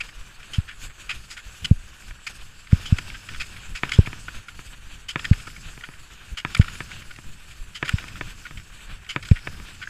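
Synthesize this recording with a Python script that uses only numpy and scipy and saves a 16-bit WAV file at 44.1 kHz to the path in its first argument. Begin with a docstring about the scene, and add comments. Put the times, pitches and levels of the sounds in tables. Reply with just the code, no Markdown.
"""Cross-country skis scrape, hiss and crackle along the track as a skier strides, then double-poles.
Pole tips and loaded skis crunch and squeak in the packed snow, and now and then the icy crust snaps.
Each hard push jolts a chest-strapped camera into a deep thud; gear knocks as the poles bite and lift.
Underneath, air sways against the camera and clothing rustles on its harness."""
import sys
import numpy as np
from scipy import signal
from scipy.fft import rfft, irfft, next_fast_len
from scipy.io import wavfile
from scipy.ndimage import uniform_filter1d, map_coordinates

SR = 44100
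rng = np.random.default_rng(int(sys.argv[2]) if len(sys.argv) > 2 else 0)


def wav_record(signal):
    """Record a signal, one row per channel, as 16-bit PCM in the file named by sys.argv[1]."""
    frames = np.transpose(np.atleast_2d(signal))
    bounded = np.clip(frames, -1, 1)
    # unit amplitude maps onto the largest positive 16-bit level
    quanta = np.round(bounded * 32767).astype(np.int16)
    wavfile.write(sys.argv[1], SR, quanta)


N = 436149

# pushes on the poles: (time [s], effort [dB], glide hiss [dB], body movement [dB], length [s])
POLE_PUSHES = [(0.0, -2, -2, -16, 0.051), (0.517, -6, -14, -15, 0.0605), (1.07, -9, -5, -19.5, 0.096),
               (1.61, 1, -4, 3.5, 0.028), (2.255, -5.5, -1.5, -17, 0.066), (2.689, 0, 1, -1.5, 0.25),
               (3.26, -2, -3, -7, 0.097), (3.807, 1.5, -1, -1, 0.17), (5.16, -1, 1.5, -3, .15),
               (6.441, -2, -0.5, -1.5, 0.21), (7.827, 0, -0.5, -1.5, 0.18), (9.195, -6.5, -3.5, -4, 0.28)]
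# colour of crunching snow, heard through the camera housing: (frequency [Hz], width [Hz], level [dB])
CRUNCH_MODES = [(1154, 120, -8.5), (1460, 150, 6), (1790, 84, 8), (2250, 480, 7), (3320, 350, 3.5),
                (3730, 280, -1.5), (4800, 430, -3), (5070, 520, -12), (6980, 510, -7.5), (7880, 360, -9.5),
                (10400, 3200, -25.5)]


def skis(crackle_top_hz=3000, snow_db=0.5):
    """The edges scrape, the bases swish and hiss; clumps of crystals crackle under the load."""
    # edges scraping under load: (frequency [Hz], level [dB])
    edge_spectrum = [(200, -10), (320, -7), (600, -10.5), (820, -9.5), (1000, -7), (1320, -2.5),
                     (1550, 0.5), (1850, -3.5), (2150, -10.5), (2600, -6), (4000, -70)]
    # bases swishing along the track: (frequency [Hz], level [dB])
    base_spectrum = [(1500, -43), (2100, -8), (2350, -0.5), (2580, 1), (3000, 0), (3330, -3.5),
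                     (3650, -3.5), (4000, -8), (4600, -13), (8000, -70)]
    # fine snow hissing: (frequency [Hz], level [dB])
    powder_spectrum = [(2500, -42), (3900, -12), (4400, 4.5), (5250, -1.5), (5850, -1.5), (6400, 2.5),
                       (7100, 2.5), (7750, 5), (8300, 0.5), (9100, -6.5), (11000, -4.5), (12600, -13.5),
                       (14200, -11), (15400, -30)]
    firmness = amp(snow_db * wobble(15))  # softer and harder snow
    scrape_gain, swish_gain, hiss_gain, grit_gain = np.array(glide()) * firmness
    bumps = wobble(45)  # unevenness of the track, felt by the whole ski
    scrape = scrape_gain * amp(0.97 * bumps + 1.83 * wobble(130))
    scrape *= coloured(grains(N, rate=5000, spread_db=3), edge_spectrum)
    swish = swish_gain * amp(-3 + 1.8 * bumps)
    swish *= coloured(patchy(grains(N, rate=9000, spread_db=2.5), depth_db=0.4), base_spectrum)
    hiss = hiss_gain * amp(-3 + 1.3 * bumps + 1.3 * wobble(50))
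    hiss *= coloured(patchy(rng.standard_normal(N), depth_db=2.5), powder_spectrum)
    clumps = grains(N, rate=170, spread_db=6) * amp(7 * wobble(30))
    clumps = filtered(clumps, lambda f: body(CRUNCH_MODES, f) / (1 + (f / crackle_top_hz) ** 4))
    crackle = scrape_gain * amp(-8.5) * unit(clumps)
    grit = grit_gain * gritty_ring(grains(N, rate=7000, spread_db=2), width_hz=550)
    return scrape + swish + hiss + crackle + grit


def glide():
    """Gains of scrape, swish, hiss and grit: all follow the pushes; the hiss lasts as the speed does."""
    # a ski slides out under shifting weight: (middle [s], half length [s], swish [dB], hiss [dB])
    slides = [(0.444, .03, -47, -50.5), (0.558, 0.043, -45.5, -48.5), (0.842, 0.022, -42.5, -42),
              (1.028, 0.032, -46, -48.5), (1.153, 0.011, -41, -47), (1.33, 0.016, -55, -59),
              (1.593, 0.1, -48, -49), (2.03, 0.12, -54, -52.5), (2.402, 0.021, -44.5, -53),
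              (3.61, 0.11, -46.5, -67.5), (4.367, 0.037, -44.5, -51), (4.735, 0.013, -42, -72),
              (4.6, 0.07, -52, -53), (4.913, .06, -48, -58), (5.678, 0.04, -43.5, -61),
              (6.18, 0.11, -51.5, -65), (6.95, 0.056, -45, -56), (7.408, 0.11, -53.5, -68),
              (8.291, 0.026, -42.5, -51), (8.795, 0.041, -48, -58), (8.916, 0.031, -44, -67.5),
              (9.691, 0.028, -42.5, -54)]
    s, half, swish_db, hiss_db = np.transpose(slides)
    _, effort_db, speed_db, *_ = np.transpose(POLE_PUSHES)
    load = pushing(effort_db, lasting=1.48)
    speed = pushing(speed_db, lasting=5.06)
    slide = swells(s, half, swish_db)
    scrape = together(amp(-55), amp(-47.5) * load, amp(-5) * slide)  # steady bed, pushes, slides
    swish = together(amp(-53), amp(-44) * load, slide)
    hiss = together(amp(-55.5), amp(-50) * speed, swells(s, half, hiss_db))
    grit = amp(-54) * pushing(speed_db, lasting=2)
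    return scrape, swish, hiss, grit


def crunches(split_hz=3900, clumping_db=2.4, ring_db=-4):
    """Packed snow gives way in clumps of tiny slips; some of them lock into a squeak."""
    # snow crushed under pole tips and skis:
    # (time [s], length [s], level [dB], relative treble [dB], squeak [Hz], squeak share [0-1])
    loud_crunches = [(0.003, 0.014, -25, -19, 2355, 0.83), (0.532, 0.028, -34, -10.5, 3110, 0.78),
                     (0.675, .045, -40, -18, 1700, .3), (1.091, 0.03, -27.5, -15, 2450, 0.4),
                     (1.3, 0.035, -42.5, -0.5, 2190, 0.16), (1.365, 0.03, -38.5, -14, 1525, 0.2),
                     (1.6438, 0.014, -24.5, -10.5, 3040, 0.82), (2.265, 0.015, -29, -10.5, 2334, 0.68),
                     (2.854, 0.027, -35.5, -9, 3100, 0.92), (2.983, 0.0066, -26.5, -11.5, 2400, 0),
                     (3.1, 0.0056, -33.5, -25, 2610, 0.06), (3.139, .025, -39, -24, 1574, .4),
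                     (3.288, 0.0065, -28.5, -23, 2180, .3), (3.345, .008, -36, -18, 1500, 0.02),
                     (3.397, 0.029, -30, -11, 2447, 0.4), (3.748, 0.032, -34, -9.5, 2510, 0.4),
                     (3.892, 0.0051, -30.5, -10, 2180, .1), (3.917, 0.0086, -22.5, -11.5, 2130, 0.23),
                     (3.928, 0.03, -32.5, -8.5, 3150, 0.7), (4.058, 0.013, -33.5, -15, 2370, 0.1),
                     (4.282, .008, -30.5, -31, 1473, .85), (4.482, 0.011, -36.5, -17, 1480, .5),
                     (5.083, 0.028, -32, -8, 3060, 0.7), (5.192, 0.0064, -30.5, -25, 2220, 0),
                     (5.243, 0.014, -26, -15.5, 1816, 0.23), (5.329, 0.0073, -29.5, -28, 2250, 0.3),
                     (5.469, 0.011, -37.5, -13, 1397, 0.9), (5.808, .006, -41, -15, 1840, .6),
                     (5.835, .014, -34, -34.5, 1490, 0.47), (6.37, 0.027, -31.5, -10.5, 2930, .45),
                     (6.547, 0.0065, -21.5, -11, 2200, 0), (6.566, .006, -28.5, -24, 2190, .6),
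                     (6.609, 0.016, -30, -17, 2170, 0), (6.644, .004, -33.5, -22, 1420, 0.7),
                     (6.681, 0.0052, -30, -21.5, 1460, 0.47), (6.915, .004, -36, -20, 2240, .1),
                     (7.106, 0.011, -38.5, -16, 1490, 0.57), (7.161, 0.005, -38, -15, 2270, 0.5),
                     (7.746, 0.03, -37, -8, 3080, .55), (7.846, 0.021, -35, -12, 1466, .25),
                     (7.878, 0.011, -30, -14, 1810, .3), (7.8917, 0.0054, -20, -18.5, 1510, 0.18),
                     (7.982, 0.0065, -29.5, -20, 1500, 0.15), (8.156, .003, -35, -20, 1400, .6),
                     (8.452, .016, -37, -38, 1420, 0.66), (8.465, .005, -35, -30, 1850, 0.5),
                     (8.571, 0.0069, -38, -19, 1440, 0.15), (9.089, .03, -31.5, -11, 2990, 0.53),
                     (9.225, .01, -38, -9, 2250, .2), (9.246, .023, -42, -8, 1530, .2),
                     (9.286, .003, -34, -8, 1510, 0.4), (9.311, 0.01, -32.5, -13, 2305, .4),
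                     (9.354, 0.027, -36.5, -25, 1810, .35), (9.813, 0.031, -34.5, -19, 1530, 0.5),
                     (9.873, 0.0051, -29, -28, 1560, 0.92)]
    out, t = np.zeros(N), np.arange(SR // 6) / SR
    lowpass = lambda f: 1 / (1 + (f / split_hz) ** 10)
    for s, length, db, treble_db, squeak_hz, share in loud_crunches + faint_crunches():
        rise = 1 - np.exp(-t / (0.3 * length))
        fade = np.exp(-(t / (0.8 * length)) ** 1.6)
        clumps = amp(clumping_db * unit(uniform_filter1d(rng.standard_normal(len(t)), size=150)))
        load = rise * clumps * fade
        slips = load * grains(len(t), rate=15000, spread_db=4.5)
        crush = unit(filtered(slips, lambda f: body(CRUNCH_MODES, f) * lowpass(f)))
        spray = unit(filtered(slips, lambda f: body(CRUNCH_MODES, f) * (1 - lowpass(f))))
        spray += amp(ring_db) * gritty_ring(load * grains(len(t), rate=13000, spread_db=2), width_hz=170)
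        tone = unit(load * squeak(t, squeak_hz))
        burst = np.sqrt(1 - share) * crush + np.sqrt(share) * tone + amp(treble_db) * spray
        add(out, s, amp(db) * np.sqrt(length / t[-1]) * burst)  # level holds over the crunch's length
    return out


def faint_crunches(idle_per_s=1.5, loaded_per_s=8, treble_db=-15, squeak_share=0.25, tries=200):
    """Rows for the small chance crumbles between the loud crunches: more and louder under load."""
    # pitches a crumble can squeak at: (frequency [Hz])
    squeak_pitches = [1464, 1835, 2264]
    load = pushing(np.transpose(POLE_PUSHES)[1], lasting=1.8)
    rows = []
    for when, chance, size, pitch, span in rng.random((tries, 5)):
        weight = load[int(when * N)]
        if chance < (idle_per_s + loaded_per_s * weight) * N / SR / tries:
            length = 0.006 * 2 ** (2 * span - 1)  # 3 to 12 ms
            db = -44 + 5 * weight + 3 * (2 * size - 1)
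            squeak_hz = squeak_pitches[int(pitch * len(squeak_pitches))]
            rows.append((when * N / SR, length, db, treble_db, squeak_hz, squeak_share))
    return rows


def squeak(t, hz, waver=0.0524, overtone_db=-19):
    """Regular stick and slip: a wavering tone with a weak octave, rms 1."""
    drift = unit(uniform_filter1d(rng.standard_normal(len(t)), size=90))
    phase = 2 * np.pi * np.cumsum(hz * (1 + waver * drift)) / SR
    return unit(np.sin(phase) + amp(overtone_db) * np.sin(2 * phase))


def gritty_ring(x, width_hz, hz=5100):
    """Give snow grains a high, gritty ring, rms 1."""
    return unit(filtered(x, lambda f: resonance(f, hz, width_hz) * resonance(f, hz, 10 * width_hz)))


def crust_snaps(hz=7900, width_hz=3600, t60_s=0.009):
    """The icy crust snaps under a pole in a brief bright spray of breaking crystals."""
    # breaks in the crust: (time [s], level [dB])
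    breaks = [(6.55, -23), (6.5754, -20), (7.8926, -16)]
    out, t = np.zeros(N), np.arange(SR // 20) / SR
    for s, db in breaks:
        burst = amp(-60 * t / t60_s) * rng.standard_normal(len(t))
        add(out, s, amp(db) * filtered(burst, lambda f: resonance(f, hz, width_hz) ** 2))
    return out


def mount_thuds():
    """A cushioned jolt rocks the camera on its mount; harder jolts are shorter."""
    # jolts of the mount: (time [s], impulse [dB], hardness [Hz])
    jolts = [(0.5822, 46.5, 205), (1.7112, 52, 393), (2.7285, 52, 370), (2.9237, 50, 298),
             (3.9873, 56, 340), (5.3113, 52, 330), (6.5956, 53.5, 305), (7.9378, 45, 250),
             (9.3125, 54, 290)]
    # the camera rocking on its harness: (frequency [Hz], width [Hz], gain [signed by direction])
    mount_modes = [(23.4, 19.8, 0.22), (86.5, 53.4, 0.6), (207, 136, -0.22)]
    out, impulse = np.zeros(N), signal.unit_impulse(SR // 4)
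    rocking = lambda f: sum(gain * resonance(f, hz, width) for hz, width, gain in mount_modes)
    for s, db, hard_hz in jolts:
        add(out, s, amp(db) * filtered(impulse, lambda f: rocking(f) / (1 + 1j * f / hard_hz) ** 4))
    return out


def gear_knocks(seat_s=0.0009, bounce_s=0.00268, rattle_t60_s=0.094, contact_hz=4600, bass_hz=450):
    """Each knock touches, seats, bounces once and rattles a little, all ringing the gear."""
    # hits on the gear: (time [s], impulse [dB], relative bounce [dB], bass shelf [dB])
    hits = [(2.1077, -2.5, -7, -6), (2.9876, 7.5, -6.5, -3), (3.8336, 22, -7.5, -2), (4.0726, 7.5, -6, 5),
            (4.13, 6, -2, 1), (4.282, 3, -3, -4), (4.5915, -0.5, -13, 3), (5.158, 19, -11.5, -1),
            (5.475, 0.5, -6, 3), (5.7763, -3, -3.5, 5), (5.888, -1.5, -9, 8), (6.449, 18.5, -8.5, -0.5),
            (6.8046, 12, -1, -6), (7.187, -1.5, -8, 6), (7.827, 18, -7, 1), (8.0407, 3, -3, -6),
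            (8.2101, 13.5, -3, -0.5), (8.5087, 0, -9, 2), (9.1614, 20, -8, 0), (9.4718, 11.5, -0.5, 2),
            (9.5994, -2, -6, 4)]
    # the ring of the gear: (frequency [Hz], width [Hz], level [dB])
    gear_modes = [(137, 35, 3), (297, 91, -1.5), (565, 145, -5.5), (988, 73, -6.5), (1267, 89, -3.5),
                  (1706, 120, 3), (2420, 445, 1), (2584, 530, -0.5), (3660, 140, -12), (4500, 410, -28),
                  (7640, 710, -28)]
    blows, t = np.zeros(N), np.arange(SR // 10) / SR
    for s, db, bounce_db, bass_db in hits:
        blow = amp(-36 - 60 * t / rattle_t60_s) * rng.standard_normal(len(t))  # rattle
        blow[0] += 1  # first touch
        blow[round(seat_s * SR)] += amp(-4)
        blow[round(bounce_s * SR)] += amp(bounce_db + rng.normal(0, 3.8))
        bass_shelf = lambda f: 1 + (amp(bass_db) - 1) / (1 + 1j * f / bass_hz)
        add(blows, s, amp(db) * filtered(blow, bass_shelf))
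    # a blunt contact gives little treble
    return filtered(blows, lambda f: body(gear_modes, f) / np.sqrt(1 + (f / contact_hz) ** 4))


def air_and_cloth():
    """Air sways against the camera and clothing rubs its harness; both grow with each push and lurch."""
    # lurches of the skier's chest: (middle [s], half length [s], sway [dB], rustle [dB])
    lurches = [(0.198, .025, -32.5, -65), (0.846, 0.02, -30, -55), (1.17, 0.034, -34.5, -50),
               (1.47, 0.015, -35, -53), (1.775, .03, -34, -58), (2.111, .02, -32.5, -49),
               (2.423, 0.02, -34, -71.5), (3.107, 0.03, -32.5, -48), (3.385, 0.026, -32, -52),
               (3.713, 0.027, -29, -46), (4.37, .03, -36, -48), (4.706, .03, -39.5, -49.5),
               (4.837, 0.032, -37.5, -57), (5.674, 0.023, -37.5, -46), (6.329, 0.012, -26.5, -39),
               (7.0, .025, -47, -44), (7.288, 0.047, -37.5, -45), (7.615, 0.012, -30, -65),
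               (8.167, 0.026, -37.5, -41), (8.287, 0.024, -40, -45), (8.57, 0.027, -36, -43.5),
               (8.92, 0.028, -29.5, -44), (9.598, 0.034, -36, -45)]
    # slow sway of air: (frequency [Hz], level [dB])
    air_spectrum = [(8, 7), (17, 4), (32, 4), (60, -1.5), (90, -10.5), (150, -42), (400, -85)]
    # rustle of cloth: (frequency [Hz], level [dB])
    cloth_spectrum = [(40, -35), (85, 3.5), (130, -2), (200, -7.5), (290, -17), (420, -26.5), (900, -42)]
    s, half, sway_db, rustle_db = np.transpose(lurches)
    movement = pushing(np.transpose(POLE_PUSHES)[3], lasting=2.54)
    lumps = wobble(22)
    sway_bed = amp(2.65 * lumps) * together(amp(-47), amp(-40.5) * movement)
    rustle_bed = amp(2.6 * lumps) * together(amp(-57), amp(-44) * movement)
    air = coloured(rng.standard_normal(N), air_spectrum)
    cloth = coloured(rng.standard_normal(N), cloth_spectrum)
    sway = air * together(sway_bed, swells(s, half, sway_db))
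    rustle = cloth * together(rustle_bed, swells(s, half, rustle_db))
    return sway + rustle


def pushing(levels_db, lasting, attack_s=0.043):
    """Gain of all pushes: weight comes onto the poles, holds, then fades over lasting times the length."""
    t, power = np.arange(N) / SR, np.zeros(N)
    for (s, *_, length), db in zip(POLE_PUSHES, levels_db):
        rise = np.clip((t - s) / attack_s, 0, 1)
        fade = np.exp(-np.maximum(t - s - length, 0) / (lasting * length))
        power += (amp(db) * rise * fade) ** 2
    return np.sqrt(power)


def swells(times, half_lengths, levels_db):
    """Gain of a series of bell-shaped swells."""
    t = np.arange(N) / SR
    return sum(amp(db) * np.exp(-np.minimum(((t - s) / half) ** 2 / 2, 50))
               for s, half, db in zip(times, half_lengths, levels_db))


def grains(size, rate, spread_db):
    """Breaking snow crystals: random ticks of uneven strength, rate a second, rms 1."""
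    hit = rng.random(size) < rate / SR
    polarity = np.sign(rng.standard_normal(size))
    strength = amp(spread_db * np.clip(rng.standard_normal(size), -2, 2))
    return unit(hit * polarity * strength)


def patchy(x, depth_db):
    """Let the colour of a noise drift in patches of time and frequency."""
    spectra = signal.stft(x, nperseg=512)[2]
    patches = uniform_filter1d(rng.standard_normal(spectra.shape), size=9, axis=0)
    patches = unit(uniform_filter1d(patches, size=12, axis=1))
    return unit(signal.istft(spectra * amp(depth_db * patches), nperseg=512)[1][:N])


def wobble(rate):
    """A smooth random curve, rate knots a second."""
    return map_coordinates(rng.standard_normal(int(N * rate / SR) + 4), [np.arange(N) * rate / SR])


def body(modes, f):
    """Response of an object with several modes of alternating polarity."""
    return sum((-1) ** k * amp(db) * resonance(f, hz, width) for k, (hz, width, db) in enumerate(modes))


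def resonance(f, centre, width):
    """Causal response of one damped mode."""
    return 1j * f * width / (centre ** 2 - f ** 2 + 1j * f * width)


def coloured(x, spectrum):
    """x shaped by (Hz, dB) points, at rms 1."""
    f, db = np.transpose(spectrum)
    return unit(filtered(x, lambda hz: amp(np.interp(np.log(hz + 1), np.log(f + 1), db))))


def filtered(x, response):
    """x through a complex frequency response."""
    size = next_fast_len(len(x) + 8192)
    return irfft(rfft(x, size) * response(np.fft.rfftfreq(size, 1 / SR)), size)[:len(x)]


def together(*gains):
    """Gains of unrelated sounds add in power."""
    return np.sqrt(sum(g ** 2 for g in gains))


def add(track, s, sound):
    """Mix a sound into the track at time s."""
    i = max(0, round(s * SR))
    track[i:i + len(sound)] += sound[:N - i]


def amp(db):
    """Decibels to gain."""
    return 10 ** (np.asarray(db) / 20)


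def unit(x):
    """Scale to rms 1."""
    return x / np.sqrt(np.mean(x ** 2) + 1e-20)


def scene():
    """Open snow gives no echo: everything arrives directly, in mono."""
    return (mount_thuds() + gear_knocks() + skis() + air_and_cloth() + crust_snaps() + crunches())[None]


def record(dry):
    """The hardest thuds saturate the microphone near full scale; nothing passes above the band limit."""
    ceiling, top_hz = 1.03, 15500
    rounded = dry / (1 + np.abs(dry / ceiling) ** 10) ** 0.1
    return np.array([filtered(channel, lambda hz: hz < top_hz) for channel in rounded])


dry = scene()
out = record(dry)
wav_record(out)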